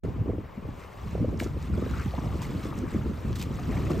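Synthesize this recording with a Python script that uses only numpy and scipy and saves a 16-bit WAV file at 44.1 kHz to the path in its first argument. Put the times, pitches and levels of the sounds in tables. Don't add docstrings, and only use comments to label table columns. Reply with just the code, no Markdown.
import sys
import numpy as np
from scipy import signal
from scipy.fft import rfft, irfft, next_fast_len
from scipy.io import wavfile
from scipy.ndimage import uniform_filter1d, map_coordinates

SR = 44100
rng = np.random.default_rng(int(sys.argv[2]) if len(sys.argv) > 2 else 0)


def generate_wav(sig):
    pcm = np.round(np.clip(np.atleast_2d(sig).T, -1, 1) * 32767).astype(np.int16)
    wavfile.write(sys.argv[1], SR, pcm)


N = 176400
TOP_HZ = 15850

# (frequency [Hz], left-right likeness [0-1])
WATER_LIKENESS = [(200, 0.58), (450, 0.76), (750, 0.19), (1200, 0.72), (2100, 1), (4200, 0.89),
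                  (7000, 0.83), (8700, 1), (10000, 1), (12000, 0.64), (13500, 1), (15500, 0.69)]


def amp(db):
    return 10 ** (np.asarray(db) / 20)


def unit(x):
    return x / np.sqrt(np.mean(x ** 2) + 1e-20)


def clock():
    return np.arange(N) / SR


def along(points, hz):
    freqs, values = np.transpose(points)
    return np.interp(np.log(hz + 1), np.log(freqs + 1), values)


def curve(points):
    return np.interp(clock(), *np.transpose(points))


def wobble(rate):
    return map_coordinates(rng.standard_normal(4096), [clock() * rate], mode="wrap")


def filtered(x, response):
    size = next_fast_len(N + SR // 4)
    return irfft(rfft(x, size) * response(np.fft.rfftfreq(size, 1 / SR)), size)[..., :N]


def stereo_noise(spectrum, likeness, patchy_db):
    cells = signal.stft(rng.standard_normal((2, N)), nperseg=256)[2]
    patches = uniform_filter1d(rng.standard_normal(cells.shape[1:]), size=4, axis=0)
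    patches = unit(uniform_filter1d(patches, size=5, axis=1))
    pair = unit(signal.istft(cells * amp(patchy_db * patches), nperseg=256)[1][:, :N])

    def mid_side_gains(hz):
        width = np.arccos(np.clip(along(likeness, hz), -.99, .99)) / 2
        return amp(along(spectrum, hz)) * np.array([np.cos(width), np.sin(width)])

    mid, side = filtered(pair, mid_side_gains)
    return unit(np.array([mid + side, mid - side]))


def bubbles(starts, hz, gains, cycles, glide):
    samples = np.arange(SR // 30)
    turns = hz[:, None] * samples / SR
    age = turns / cycles
    envelopes = gains[:, None] * np.exp(-np.log(1000) * age) * (1 - np.exp(-2 * turns))
    rings = envelopes * np.sin(2 * np.pi * turns * (1 + glide * age))
    positions = np.round(starts * SR).astype(int)[:, None] + samples
    return np.bincount(positions.ravel(), rings.ravel(), N)[:N]


def drops(count, low_hz, high_hz, cycles, scatter_db):
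    when, pitch, size = rng.random((count, 3)).T
    hz = low_hz * (high_hz / low_hz) ** pitch
    gains = amp(-scatter_db * np.log(size + .01))
    return unit(bubbles(when * N / SR, hz, gains, cycles, glide=0.093))


def wash():
    # (frequency [Hz], relative level [dB])
    spectrum = [(40, 1.5), (200, -8.5), (450, 3), (750, -0.5), (1050, 0), (1500, -10), (2300, -12.5),
                (4000, -25), (8000, -32.5), (15000, -32)]
    return amp(-48.5 + 0.24 * wobble(7.3)) * stereo_noise(spectrum, WATER_LIKENESS, patchy_db=2.0)


def gusts():
    # (time [s], relative level [dB])
    strength = [(0.04, -31), (0.15, -36), (0.22, -32), (0.24, -36), (0.34, -33), (0.5, -48), (0.69, -39),
                (0.91, -51.5), (1.23, -28.5), (1.35, -37), (1.47, -35), (1.51, -34.5), (1.57, -32.5),
                (1.62, -40.5), (1.74, -31.5), (2.08, -36.5), (2.19, -39.5), (2.25, -30.5), (2.38, -35.5),
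                (2.4, -37.5), (2.59, -36), (2.63, -41.5), (2.86, -33.5), (2.9, -43), (2.96, -30),
                (3.06, -34), (3.08, -30), (3.23, -45), (3.27, -30.5), (3.37, -34.5), (3.66, -33.5),
                (3.69, -28.5), (3.71, -30), (3.84, -30), (3.89, -30.5), (4.0, -31)]
    # (time [s], relative level [dB])
    flutter_ride = [(.04, -3.5), (.2, -8), (.33, -5.5), (.9, -9), (1.2, -7.5), (1.35, 2.5), (1.6, -13.5),
                    (1.8, -2), (2.1, -6), (2.3, -5), (2.6, 2.5), (2.9, -2), (3.1, -4.5), (3.4, -7.5),
                    (3.65, -4.5), (3.92, -2)]
    # (frequency [Hz], relative level [dB])
    rumble_spectrum = [(20, -22), (35, -8), (50, -5.5), (68, 0.5), (110, -2), (170, -8), (300, -22),
                       (550, -36), (1200, -71), (5000, -100)]
    # (frequency [Hz], relative level [dB])
    flutter_spectrum = [(50, -21), (130, -0.5), (250, 4), (420, -5), (600, -13.5), (900, -28), (2000, -53),
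                        (6000, -89)]
    # (frequency [Hz], left-right likeness [0-1])
    likeness = [(60, 0.9), (250, 0.87), (500, 0.77), (900, 0.17)]
    strength_db = curve(strength)
    rumble_gain = amp(strength_db + 2.8 + 0.73 * wobble(30))
    rumble = stereo_noise(rumble_spectrum, likeness, patchy_db=1.24)
    flutter_gain = amp(strength_db + curve(flutter_ride) - 1)
    flutter = unit(amp(2.7 * wobble(70)) * stereo_noise(flutter_spectrum, likeness, patchy_db=1.0))
    return rumble_gain * rumble + flutter_gain * flutter


def eddy(hz, rise_cycles=1.21, wander_depth=0.27):
    turns = hz * np.arange(SR // 16) / SR
    age = turns / rise_cycles
    wander = map_coordinates(rng.standard_normal(128), [2 * turns], mode="wrap")
    phase = rng.random() + np.cumsum(hz * np.exp(wander_depth * wander)) / SR
    return age * np.exp((1 - age ** 2) / 2) * np.sin(2 * np.pi * phase)


def wind_thumps(wake_db=-8.5, wake_delay_s=0.00687, wake_ratio=0.672, lowpass_hz=750):
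    # (time [s], relative level [dB], pitch [Hz])
    hits = [(0.047, -21, 317), (.056, -26.5, 260), (.082, -25.5, 394), (0.159, -27, 210), (0.2, -18, 128),
            (0.256, -25, 307), (0.277, -20, 248), (.289, -17, 302), (0.297, -17.5, 440),
            (0.332, -21.5, 360), (.349, -26, 300), (.382, -21.5, 370), (.404, -31.5, 370),
            (0.574, -23.5, 205), (0.651, -29.5, 397), (.685, -26, 240), (1.058, -25.5, 190),
            (1.15, -18, 345), (1.178, -27, 565), (1.198, -26, 474), (1.204, -14.5, 160),
            (1.226, -15.5, 266), (1.244, -15.5, 412), (1.292, -28, 160), (1.326, -22, 432),
            (1.359, -29, 346), (1.379, -39, 384), (1.411, -18, 301), (1.423, -22, 532), (1.459, -18, 324),
            (1.564, -25, 230), (1.695, -22.5, 228), (1.776, -19, 380), (1.791, -22, 214),
            (1.823, -17.5, 363), (1.863, -23, 390), (1.906, -22.5, 258), (2.056, -18.5, 137),
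            (2.18, -18.5, 246), (2.354, -24.5, 357), (2.547, -22.5, 338), (2.652, -20.5, 297),
            (2.765, -26, 246), (2.836, -19, 309), (2.945, -15, 310), (2.957, -16, 214), (3.058, -18.5, 298),
            (3.091, -25, 242), (3.11, -26.5, 336), (3.247, -20, 287), (3.304, -22.5, 318),
            (3.395, -27, 335), (3.505, -21.5, 267), (3.69, -23, 85), (3.765, -28, 336), (3.806, -28.5, 263),
            (3.904, -14.5, 380), (3.914, -14.5, 380), (3.969, -21, 307)]
    thumps = np.zeros((2, N + SR))
    for time, db, hz in hits:
        swirl = eddy(hz) + amp(-13) * eddy(hz) * np.array([[1], [-1]])
        wake = amp(wake_db) * eddy(hz * wake_ratio)
        for start, wave in ((time, swirl), (time + wake_delay_s, wake)):
            first = round(start * SR)
            thumps[:, first:first + len(wake)] += amp(db - 4) * wave
    return filtered(thumps[:, :N], lambda hz: 1 / np.sqrt(1 + (hz / lowpass_hz) ** 8))


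def churn():
    # (time [s], relative level [dB])
    swell = [(.04, -62), (.4, -97), (.72, -65), (.83, -59), (.9, -64.5), (1.1, -59), (1.33, -64.5),
             (1.55, -64), (1.63, -56.5), (1.69, -61), (2.01, -52), (2.1, -56), (2.4, -55.5), (2.65, -53.5),
             (2.85, -60.5), (2.91, -56), (3.02, -59.5), (3.3, -58.5), (3.55, -57.5), (3.76, -53), (4, -53)]
    # (frequency [Hz], relative level [dB])
    foam_spectrum = [(200, -5), (600, -19), (1150, 11), (1650, 0), (2050, 2.5), (3200, -3), (5000, -8.5),
                     (8200, -12), (12000, -12.5), (15500, -18)]
    foam = stereo_noise(foam_spectrum, WATER_LIKENESS, patchy_db=2.0)
    spray = drops(count=1300, low_hz=2600, high_hz=9000, cycles=50, scatter_db=2.4)
    burble = drops(count=800, low_hz=800, high_hz=2900, cycles=42, scatter_db=2)
    gain = amp(curve(swell) + 0.8 * wobble(25))
    return gain * (amp(4.5) * foam + amp(-5) * spray + amp(-.3) * burble)


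def flutter_and_bubble_clouds(count=45, top_pitch_ratio=1.632):
    # (centre time [s], nominal half length [s], level [dB], centre pitch [Hz])
    clusters = [(0.275, .03, -52, 745), (0.835, 0.028, -56.5, 1690), (1.868, 0.078, -52, 1186),
                (1.998, 0.028, -48.5, 1650), (2.255, 0.078, -49.5, 818), (2.625, 0.03, -60, 2150),
                (2.951, 0.11, -52.5, 1460), (3.412, 0.018, -47.5, 3300), (3.77, 0.053, -47.5, 800),
                (3.929, 0.062, -39.5, 448), (3.885, 0.13, -56.5, 1940)]
    out = np.zeros(N)
    for centre, half_length, db, hz in clusters:
        when, pitch, size = rng.uniform(-1, 1, (3, count))
        starts = np.clip(centre + 1.5 * half_length * when, 0, N / SR)
        gains = amp(2.5 * size) * np.exp(-when ** 2)
        cluster = bubbles(starts, hz * top_pitch_ratio ** pitch, gains, cycles=34, glide=0.066)
        out += amp(db) * unit(cluster) * np.sqrt(2 * half_length * SR / N)
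    return out


def gulps(count=4, gap_s=0.001748, pitch_spread=.17, step_db=4):
    # (time [s], relative level [dB], pitch [Hz])
    pockets = [(1.4, -30, 2130), (1.464, -30.5, 1290), (1.737, -33, 1370), (1.82, -35, 1150),
               (1.909, -36, 1130), (1.938, -26.5, 1306), (1.968, -31, 1130), (1.996, -25, 1465),
               (2.135, -23.5, 694), (2.147, -29, 800), (2.179, -25, 944), (2.217, -32, 1070),
               (2.237, -31, 754), (2.258, -35, 751), (2.287, -37, 790), (2.321, -35, 1105),
               (2.42, -29, 980), (2.446, -31.5, 2060), (2.712, -30, 1190), (2.725, -27, 1185),
               (3.411, -32, 2800), (3.415, -33, 1080), (3.587, -29, 1164), (3.592, -30.5, 698),
               (3.72, -29.5, 1990), (3.725, -26, 626), (3.752, -29, 710), (3.769, -27, 2080),
               (3.772, -34, 885), (3.902, -26.5, 1090)]
    out = np.zeros(N)
    order = np.arange(count)
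    follows = order > 0
    for time, db, hz in pockets:
        pitches = hz * np.exp(pitch_spread * rng.standard_normal(count) * follows)
        starts = time + gap_s * (order + rng.random(count) * follows)
        out += bubbles(starts, pitches, amp(db - 5.54 - step_db * order), cycles=34, glide=.16)
    return out


def cracks(count=3, scatter_s=0.00044, pitch_spread=0.25):
    # (time [s], relative level [dB], pitch [Hz])
    impacts = [(1.375, -42, 5220), (1.3995, -26.5, 3400), (1.4012, -21, 2090), (1.4365, -33, 7400),
               (1.443, -32, 5300), (1.473, -36, 5000), (1.626, -34, 5470), (1.911, -33, 6400),
               (2.109, -36, 4360), (2.419, -31, 6060), (2.638, -34, 4000), (2.789, -30, 6650),
               (3.329, -32, 4930), (3.358, -32.5, 3450), (3.396, -35, 4570), (3.415, -29, 4570),
               (3.425, -33, 6500), (3.918, -29.5, 3870)]
    times, db, hz = np.repeat(impacts, count, axis=0).T
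    detune, delay = rng.standard_normal((len(times), 2)).T
    starts = times + scatter_s * np.abs(delay)
    return bubbles(starts, hz * np.exp(pitch_spread * detune), amp(db - 2.5), cycles=15, glide=0.1)


def slaps():
    # (time [s], relative level [dB], attack [s], decay by 60 dB [s])
    hits = [(1.389, -45.5, 0.0093, 0.28), (1.397, -43, .001, 0.0096), (1.432, -49, 0.0038, 0.044),
            (2.417, -48, 0.0019, 0.19), (2.635, -50.5, .002, 0.045), (2.772, -50, .006, 0.11),
            (3.354, -44, 0.0024, 0.093), (3.381, -41.5, 0.027, 0.18), (3.412, -48, .002, 0.043),
            (3.424, -42, .001, 0.032), (3.903, -43.5, 0.0059, 0.087)]
    # (frequency [Hz], relative level [dB])
    hiss_spectrum = [(300, -23), (1200, -4), (2800, -4), (5000, -5), (8000, -6.5), (12000, -8),
                     (15500, -16)]
    envelope = np.zeros(N)
    for time, db, attack, t60 in hits:
        age = np.maximum(clock() - time, 0)
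        envelope += amp(db) * (1 - np.exp(-age / attack)) * np.exp(-np.log(1000) * age / t60)
    droplets = drops(count=1900, low_hz=2600, high_hz=9000, cycles=36, scatter_db=3.5)
    hiss = amp(2.2 * wobble(260)) * stereo_noise(hiss_spectrum, WATER_LIKENESS, patchy_db=-0.5)
    return envelope * (amp(4.5) * hiss + amp(-7) * droplets)


def quay_echo(plops, send_db=-9.5, attack_s=0.0096, t60_s=0.2, lowpass_hz=3940):
    t = np.arange(SR // 3) / SR
    tail = rng.standard_normal(len(t)) * (1 - np.exp(-t / attack_s)) * np.exp(-np.log(1000) * t / t60_s)
    echo = signal.fftconvolve(plops, tail / np.linalg.norm(tail))[:N]
    return plops + amp(send_db) * filtered(echo, lambda hz: 1 / (1 + 1j * hz / lowpass_hz))


def microphone_ports(hz):
    # (frequency [Hz], left minus right [dB])
    lean = [(300, 9), (700, 1.5), (1150, 4.5), (2000, 0), (8000, 0)]
    # (frequency [Hz], lead of the left [rad])
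    phase = [(300, 0), (850, .7), (1450, -.25), (2200, 0), (3400, .6), (4600, .5), (5400, 0), (7300, 0),
             (8500, -1), (9200, -2.5), (9700, -3.1), (10300, -3.2), (10900, -3.7), (12000, -5),
             (13000, -6.2), (14000, -6.4), (15800, -8.6)]
    side = np.array([[.5], [-.5]])
    return amp(side * along(lean, hz)) * np.exp(1j * side * along(phase, hz))


def scene(start_s=0.034):
    water = wash() + churn() + slaps()
    plops = cracks() + gulps() + flutter_and_bubble_clouds()
    water = filtered(water + quay_echo(plops), microphone_ports)
    wind = gusts() + wind_thumps()
    fade_in = np.clip((clock() - start_s) * 400, .001, 1)
    return (water + wind) * fade_in


def record(dry):
    return filtered(dry, lambda hz: (hz < TOP_HZ) * hz ** 3 / np.sqrt(hz ** 6 + 27. ** 6))


dry = scene()
out = record(dry)
generate_wav(out)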